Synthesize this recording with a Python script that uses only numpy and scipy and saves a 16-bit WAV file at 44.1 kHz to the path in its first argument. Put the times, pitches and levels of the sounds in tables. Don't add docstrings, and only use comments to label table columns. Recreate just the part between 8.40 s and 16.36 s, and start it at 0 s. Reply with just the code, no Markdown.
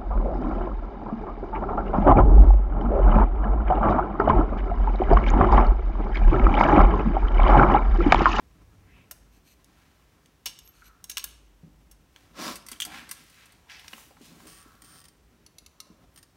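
import sys
import numpy as np
from scipy import signal
from scipy.fft import rfft, irfft, next_fast_len
from scipy.io import wavfile

SR = 44100
rng = np.random.default_rng(int(sys.argv[2]) if len(sys.argv) > 2 else 0)


def pcm_store(signal):
    levels = np.round(np.clip(np.atleast_2d(signal), -1, 1) * 32767)
    wavfile.write(sys.argv[1], SR, levels.astype(np.int16).T)


N = 351036
TIME = np.arange(N) / SR


# t/s, level/dB, strongest f/Hz, ring length/factor, chatter time/s
TIP_TAPS = [(0.7108, -37, 11900, 1.2, 0.013), (1.2443, -57.5, 9000, 0.45, 0.0011),
            (1.8584, -60.5, 4930, 0.88, 0.00023), (2.0568, -43, 3500, 0.59, 0.00051),
            (2.0588, -29.5, 13900, 0.28, 0), (2.0612, -29, 5250, 1.5, .04), (2.1885, -45, 8000, 0.81, 0),
            (2.2755, -53, 6000, 0.27, 0.0011), (2.641, -41.5, 9000, 0.88, 0.0002),
            (2.6942, -49, 5060, 1.3, 0.00072), (2.6966, -33.5, 8800, 1.19, 0.019),
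            (2.7135, -40.5, 6319, 2, 0.0011), (2.7703, -28, 3900, 0.58, 0.017),
            (2.7803, -30.5, 10000, 0.48, 0.00093), (2.7945, -37.5, 3870, 1.7, 0),
            (2.8405, -29.5, 12400, 0.89, 0.00064), (2.842, -40, 3230, .9, 0.0012),
            (3.5122, -52, 10860, 2.3, 0.0035), (3.7611, -53, 2800, 0.36, 0.0016)]
# f/Hz, level/dB
CAM_TONES = [(1020, -12), (1400, -5), (1660, -4.5), (2400, -21), (2820, 0), (3250, -13), (3590, -4),
             (4060, -16), (4720, -57), (5525, 2.5), (6380, 4), (8330, 0), (9720, 0.5), (12900, 1.5),
             (14300, -38)]
CAM_CRACK = [(150, -4), (700, -3.5), (1200, -0.5), (3000, 8), (6500, -0.5), (10000, -1.5), (16000, -1)]
def tip_clinks():
    taps = chatter(TIP_TAPS, drop_db=-3.5, fall_db=-17.5)
    return hits(taps, CAM_TONES, CAM_CRACK, ring_db=-4, ring_s=0.036, crack_s=0.021)


# start/s, length/s, level/dB, pitch/factor
RASPS = [(0.909, 0.093, -68, 0.9), (1.032, 0.13, -62.5, 0.9), (2.314, 0.14, -65, 0.92),
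         (2.424, 0.081, -59.5, 0.88)]
# f/Hz, width/Hz, level/dB
THREAD_BANDS = [(2840, 700, 3), (4670, 280, 3.5), (6830, 620, 1.5), (8900, 440, -9), (9800, 430, -3.5),
                (13500, 440, 3)]
def screw_rasps():
    out = np.zeros(N)
    for s, length, db, pitch in RASPS:
        def thread_db(f):
            bands = (amp(level) / (1 + (2 * (f - hz * pitch) / width) ** 2) ** 0.61
                     for hz, width, level in THREAD_BANDS)
            return 20 * np.log10(sum(bands))
        rasp = unit(colour(friction(SR // 4, flutter_db=3, per_s=910), thread_db))[:int(length * SR)]
        add(out, s, amp(db) * rasp * signal.windows.tukey(len(rasp), 0.7))
    return out


# start/s, length/s, level/dB
SQUEAKS = [(2.21, 0.11, -67), (2.448, .05, -65)]
def screw_squeaks(hz=12560, width_hz=80, stutter_db=4):
    whistle = noise(N, lambda f: -20 * np.log10(1 + ((f - hz) / width_hz) ** 2))
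    stutter = np.interp(TIME, np.linspace(0, N / SR, 400), rng.standard_normal(400))
    fits = np.zeros(N)
    for s, length, db in SQUEAKS:
        add(fits, s, amp(db) * signal.windows.tukey(int(length * SR), 0.5))
    return fits * unit(whistle * amp(stutter_db * stutter))


# t/s, level/dB, strongest f/Hz, ring length/factor, chatter time/s
DRIVER_TAPS = [(4.224, -55, 2800, 0.45, 0.00019), (4.33, -44.5, 3000, .7, 0), (4.3615, -54, 3200, 0.44, 0),
               (4.4018, -30, 3280, 0.38, 0.00028), (4.4072, -34, 6960, 1, .008),
               (4.4198, -27, 4220, 0.44, .022)]
# f/Hz, level/dB
DRIVER_TONES = [(2830, -5), (3200, 0.5), (3330, -3.5), (3560, -15), (5930, -6), (6450, -5), (7200, -5),
                (8470, 0), (11050, -1.5)]
DRIVER_CRACK = [(150, -11), (800, -13), (1200, 0), (3200, -4), (5000, -7), (8000, -6), (10000, -9.5),
                (16000, 0.5)]
def driver_rattle():
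    taps = chatter(DRIVER_TAPS, drop_db=-5.5, fall_db=-10.5)
    return hits(taps, DRIVER_TONES, DRIVER_CRACK, ring_db=2, ring_s=0.026, crack_s=0.026)


# t/s, level/dB
FITTING_CLICKS = [(4.156, -37.5), (4.163, -44), (4.2643, -43.5), (4.2852, -38), (4.3155, -35),
                  (4.4499, -32.5), (4.6914, -42), (4.7118, -30.5), (4.899, -56), (5.057, -54),
                  (5.1213, -55.5), (5.395, -54), (5.4795, -54)]
# f/Hz, level/dB
FITTING_TONES = [(1100, -1), (1459, -4), (2060, 5.5), (2700, 2), (4620, 1.5), (5100, -5), (5609, -4),
                 (6030, -1.5), (7950, -3), (8450, 4), (9300, 4.5), (9749, -1), (11350, 2), (12410, -15)]
FITTING_CRACK = [(150, -5), (700, -4), (1200, 10.5), (3500, 3.5), (5000, 0.5), (9000, -4), (12000, 2.5),
                 (16000, -4)]
def fitting_clicks(centre_hz=7700):
    taps = [(s, db, centre_hz) for s, db in FITTING_CLICKS]
    return hits(taps, FITTING_TONES, FITTING_CRACK, ring_db=6.5, ring_s=0.033, crack_s=0.078)


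# t/s, level/dB
GROOVE_TICKS = [(7.0631, -49), (7.1838, -44), (7.2621, -47), (7.4022, -38)]
# f/Hz, level/dB
GROOVE_TONES = [(1250, -3.5), (2159, -1.5), (2750, 0), (3960, -14), (4380, -20.5), (4915, -28), (5500, -6),
                (5970, 1), (6950, -5), (8258, -15), (10730, -22)]
GROOVE_CRACK = [(200, -11), (1200, -11), (3000, 2), (4300, 11), (6000, -3.5), (7600, -8), (11000, 2),
                (16000, -12)]
def groove_ticks():
    return hits(GROOVE_TICKS, GROOVE_TONES, GROOVE_CRACK, ring_db=-1, ring_s=0.03, crack_s=0.027)


# t/s, level/dB
SLIPS = [(6.0688, -48.5), (6.226, -53.5), (6.4196, -47), (6.4435, -53), (6.614, -52.5), (6.6405, -51.5),
         (6.6525, -50), (6.683, -50), (7.76, -50.5), (7.775, -48), (7.786, -53.5), (7.8279, -49.5)]
# start/s, length/s, level/dB, change over the run/dB
CREAKS = [(6.072, 0.15, -51.5, -6.5), (6.438, .165, -58, 4)]
# f/Hz, level/dB
CABLE_TONES = [(1150, 2.5), (1850, 2.5), (3150, -3), (4570, -7), (4950, -4.5), (5400, -4), (8480, -6.5),
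               (8730, 5), (9170, -0.5), (9400, 2), (12500, -10)]
CABLE_CRACK = [(300, -10), (1500, 13.5), (5000, 1.5), (7600, -3.5), (9000, -6), (10500, -5.5), (16000, 3.5)]
def cable_slips(slow_per_s=125, fast_per_s=400, jitter=0.17):
    out = hits(SLIPS, CABLE_TONES, CABLE_CRACK, ring_db=-3.5, ring_s=0.059, crack_s=0.038)
    for s, length, db, change_db in CREAKS:
        delays = rng.standard_normal(120)
        jerks = [ring(CABLE_TONES, CABLE_CRACK, ring_db=-6, ring_s=0.04, crack_s=0.018, detune=0.012)
                 for _ in range(6)]
        progress = 0
        for k, late in enumerate(delays):
            if progress > 1:
                break
            per_s = slow_per_s + (fast_per_s - slow_per_s) * np.sin(np.pi * progress) ** 2
            jerk = jerks[k % len(jerks)]
            gain = amp(db + change_db * progress) * np.sqrt(SR / per_s)
            add(out, s + progress * length, gain * jerk / np.linalg.norm(jerk))
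            progress += np.exp(jitter * late) / per_s / length
    return out


# f/Hz, level/dB
SLEEVE_COLOUR = [(60, -19), (130, -13), (200, -0.5), (300, 0.5), (430, -8), (650, -3.5), (820, -12.5),
                 (1050, 0), (1250, -4.5), (2100, -11), (5400, -12.5), (7500, -14.5), (12800, -17),
                 (16000, -19)]
def sleeve_sweep(level_db=-36, fizz_lag_s=0.0093):
    snag = rng.standard_normal(SR // 400) * np.linspace(1, 0, SR // 400)
    scrape = np.convolve(crackle(N, per_s=260), snag, "same")
    rubbing = friction(N, flutter_db=0.5, per_s=600) + amp(-5) * unit(scrape)
    cloth = colour(rubbing, lambda f: read(SLEEVE_COLOUR, f))
    swish = colour(cloth, lambda f: -10 * np.log10(1 + (f / 5500) ** 8))
    zipping = noise(N, lambda f: hump(f, 5200, octaves=0.2))
    fizz = amp(-10) * unit(cloth - swish) + amp(-9) * zipping
    speed = swell(peak_s=4.05, rise_s=0.089, fall_s=0.11, shape=2.6)
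    late_speed = np.interp(TIME - fizz_lag_s, TIME, speed)
    return amp(level_db) * (unit(swish) * speed + fizz * late_speed)


# peak t/s, rise/s, fall/s, level/dB, f/Hz, width/octaves
RUBS = [(.33, .6, 0.79, -58, 93, .4), (1.38, 0.26, 0.9, -67.5, 1340, 1.3),
        (3.77, 0.076, 0.36, -65, 1410, 1.66), (4.32, 0.036, 0.086, -52, 1518, 1.7),
        (4.475, 0.028, 0.13, -51.5, 750, 0.24), (4.49, .05, 0.23, -53.5, 253, .3),
        (4.548, 0.1, .16, -43.5, 1670, 0.92), (4.75, 0.082, 0.52, -57, 2390, 1.47),
        (5.01, 0.13, 0.18, -57, 1890, 0.84), (5.307, 0.024, 0.18, -48.5, 2320, 0.61),
        (5.305, .02, 0.087, -51.5, 1780, 0.19), (5.315, 0.024, 0.17, -54, 5200, 0.2),
        (5.33, 0.2, 0.31, -64, 850, 0.3), (5.57, 0.25, .19, -54.5, 1760, 1.85),
        (5.59, 0.15, .14, -55.5, 9250, 1.2), (5.85, 0.071, 0.16, -55, 3200, 1.37),
        (6.05, 0.2, 0.5, -58, 1300, 2.7), (7.53, 0.25, 0.21, -69, 600, 0.13),
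        (7.745, .015, 0.084, -68, 12100, .37)]
def handling_rubs(hiss_db=-25.5):
    out = np.zeros(N)
    for s, rise, fall, db, hz, octaves in RUBS:
        catches = amp(-8) * unit(crackle(SR, per_s=150))
        rubbing = friction(SR, flutter_db=1.5, per_s=350) + catches
        rub = colour(rubbing, lambda f: np.maximum(hump(f, hz, octaves), hiss_db + hump(f, hz, 1.9)))
        out += amp(db) * swell(s, rise, fall) * np.resize(unit(rub), N)
    return out


# peak t/s, rise and fall each/s, level/dB, f/Hz
FINGER_STROKES = [(.5, 0.08, -66, 1920), (.58, 0.1, -62, 2490), (2.48, 0.22, -64, 1350),
                  (6.3, 0.21, -62, 1282), (6.53, 0.082, -61, 1400), (7.48, 0.25, -69.5, 1110)]
def finger_rubs():
    out = np.zeros(N)
    for s, half, db, hz in FINGER_STROKES:
        rub = colour(friction(SR, flutter_db=1.5, per_s=350), lambda f: hump(f, hz, octaves=0.25))
        out += amp(db) * swell(s, half, half) * np.resize(unit(rub), N)
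    return out


# t/s, level/dB, f/Hz, width/octaves
KNOCKS = [(0.71, -42, 1500, 0.23), (.712, -53, 615, 0.31), (2.061, -43.5, 700, 0.89),
          (2.4203, -45, 1350, .25), (2.77, -40, 1140, 0.19), (3.7608, -48.5, 1500, 0.62),
          (5.2977, -39, 2560, 0.49), (5.395, -41.5, 3100, .25), (5.444, -44.5, 1500, 0.84),
          (5.4804, -34, 2970, 0.77), (5.5307, -37, 1170, 1), (5.533, -33, 2800, 0.17),
          (5.579, -46.5, 870, 1.1), (5.707, -51.5, 570, .5), (5.767, -50.5, 930, 0.67),
          (6.001, -50, 600, 1.6)]
# t/s, level/dB, f/Hz
THUDS = [(3.231, -40, 156), (3.27, -52.5, 260), (4.318, -46, 251.7), (4.461, -48, 247), (5.534, -47.5, 215),
         (5.809, -46.5, 233), (5.906, -49, 263), (6.051, -49.5, 333), (6.258, -51.5, 253),
         (7.501, -46.5, 230)]
def frame_bumps(knock_cycles=46.5):
    out = np.zeros(N)
    for s, db, hz, octaves in KNOCKS:
        add(out, s, bump(db, hz, octaves, fade_s=knock_cycles / hz))
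    for s, db, hz in THUDS:
        add(out, s, bump(db, hz, octaves=0.4, fade_s=0.12))
    return out


# peak t/s, rise and fall each/s, level/dB
SHIFTS = [(.4, 1, -63), (4.53, 0.13, -52.5), (5.95, 0.38, -56.5), (6.55, 0.27, -60), (7.6, 0.2, -64)]
# f/Hz, level/dB
SHUFFLE_COLOUR = [(30, -4.5), (60, -6.5), (100, -3), (140, -2.5), (270, -3.5), (500, -15.5), (1200, -17),
                  (4000, -31), (16000, -45)]
def body_shuffle():
    rustle = colour(friction(N, flutter_db=3.5, per_s=45), lambda f: read(SHUFFLE_COLOUR, f))
    return swells(SHIFTS, rest_db=-67) * unit(rustle)


# f/Hz, level/dB
AIR_COLOUR = [(15, -39.5), (25, -20.5), (55, 0), (97, -5.5), (161, -9.5), (212, -18.5), (335, -13),
              (677, -20), (1260, -23.5), (2550, -25), (4740, -30), (5880, -27.5), (6380, -30), (10400, -34),
              (16000, -34)]
# peak t/s, rise and fall each/s, level/dB
DRONE_SWELLS = [(.45, 1.3, -59), (3.1, 1.6, -60), (4.1, 0.52, -64.5), (7.62, 0.16, -59)]
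def room_tone(air_db=-64.5, drone_hz=51.9):
    air = amp(air_db) * noise(N, lambda f: read(AIR_COLOUR, f))
    drone = noise(N, lambda f: hump(f, drone_hz, octaves=0.18))
    return air + swells(DRONE_SWELLS, rest_db=-72.5) * drone


# f/Hz, time to fade by 60 dB/s
ECHO_TIMES = [(200, 0.64), (1000, 0.71), (3500, 0.59), (8000, 0.48), (16000, 0.18)]
def workshop(x, early_db=-11, early_s=0.045, tail_db=-13):
    t = np.arange(SR * 3 // 4) / SR
    early = crackle(len(t), per_s=1500) * (t > 0.003) * amp(-60 * t / early_s)
    hz, s, bands = signal.stft(rng.standard_normal(len(t)), SR, nperseg=256)
    fade = amp(-60 * s / read(ECHO_TIMES, hz)[:, None])
    tail = signal.istft(bands * fade, SR, nperseg=256)[1][:len(t)]
    tail *= 1 - np.exp(-(t / 0.0024) ** 2)
    echo = amp(early_db) * early / np.linalg.norm(early) + amp(tail_db) * tail / np.linalg.norm(tail)
    return x + signal.fftconvolve(x, echo)[:N]


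def ring(tones, crack, ring_db, ring_s, crack_s, centre_hz=7000, length=0.91, detune=0.009):
    t = np.arange(SR // 5) / SR
    hz, db = np.transpose(tones)[:, :, None]
    louder, higher = rng.standard_normal((2,) + hz.shape)
    phase = 2 * np.pi * rng.random(hz.shape)
    fade_s = ring_s * length * np.sqrt(5000 / hz)
    waves = np.sin(2 * np.pi * hz * (1 + detune * higher) * t + phase)
    clear = amp(db + 2 * louder - 60 * t / fade_s) * waves
    burst = noise(len(t), lambda f: read(crack, f)) * amp(-60 * t / (crack_s * length))
    sound = burst + amp(ring_db) * clear.sum(0) / np.linalg.norm(amp(db))
    sound = colour(sound, lambda f: np.maximum(hump(f, centre_hz, octaves=0.96), -12))
    sound *= 1 - np.exp(-t / 0.00071)
    return sound / np.linalg.norm(sound) * np.sqrt(SR / 200)


def hits(taps, tones, crack, ring_db, ring_s, crack_s):
    out = np.zeros(N)
    for s, db, *touch in taps:
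        add(out, s, amp(db) * ring(tones, crack, ring_db, ring_s, crack_s, *touch))
    return out


def chatter(rows, drop_db, fall_db, count=6):
    taps = []
    for s, db, hz, length, lasts in rows:
        taps.append((s, db, hz, length))
        steps = (np.arange(count) + 1 + rng.uniform(-0.25, 0.25, count)) / count
        if lasts > 0:
            taps += [(s + lasts * u, db + drop_db + fall_db * u, hz, length) for u in steps ** 1.5]
    return taps


def bump(db, hz, octaves, fade_s):
    t = np.arange(SR // 3) / SR
    fade = amp(-60 * t / fade_s) * (1 - np.exp(-t * hz * 2))
    thud = fade * noise(len(t), lambda f: hump(f, hz, octaves))
    return amp(db) * thud * np.linalg.norm(fade) / np.linalg.norm(thud)


def friction(count, flutter_db, per_s):
    samples = np.arange(count)
    hiss, flutter = rng.standard_normal((2, count))
    return unit(hiss * amp(flutter_db * np.interp(samples * per_s / SR, samples, flutter)))


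def crackle(count, per_s):
    return rng.standard_normal(count) * (rng.random(count) < per_s / SR)


def swell(peak_s, rise_s, fall_s, shape=1.24):
    away = np.maximum((peak_s - TIME) / rise_s, (TIME - peak_s) / fall_s)
    return amp(-16 * np.minimum(away, 10) ** shape)


def swells(rows, rest_db):
    power = sum((amp(db) * swell(s, half, half)) ** 2 for s, half, db in rows)
    return np.sqrt(amp(rest_db) ** 2 + power)


def noise(count, db_at):
    return unit(colour(rng.standard_normal(count), db_at))


def colour(x, db_at):
    size = next_fast_len(len(x) + 1024)
    gain = amp(db_at(np.fft.rfftfreq(size, 1 / SR)))
    return irfft(rfft(x, size) * gain, size)[:len(x)]


def hump(hz, centre, octaves):
    return -28 * np.log10(1 + (np.log2((hz + 1) / centre) / octaves) ** 2 / 2)


def read(points, hz):
    f, value = np.transpose(points)
    return np.interp(np.log(hz + 1), np.log(f + 1), value)


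def add(mix, s, sound):
    part = mix[max(round(s * SR), 0):][:len(sound)]
    part += sound[:len(part)]


def amp(db):
    return 10 ** (np.asarray(db) / 20)


def unit(x):
    return x / np.sqrt(np.mean(x ** 2) + 1e-20)


def scene():
    tool = tip_clinks() + screw_rasps() + screw_squeaks()
    bow = fitting_clicks() + groove_ticks() + cable_slips() + frame_bumps()
    person = sleeve_sweep() + handling_rubs() + finger_rubs() + body_shuffle()
    rattle = workshop(driver_rattle(), tail_db=-17.5)
    return (workshop(tool + bow + person) + rattle + room_tone())[None]


def record(dry):
    bass_cut = signal.butter(6, 39, "highpass", fs=SR, output="sos")
    treble_cut = signal.firwin(401, 15900, window=("kaiser", 8), fs=SR)
    return signal.oaconvolve(signal.sosfilt(bass_cut, dry), treble_cut[None], "same")


dry = scene()
out = record(dry)
pcm_store(out)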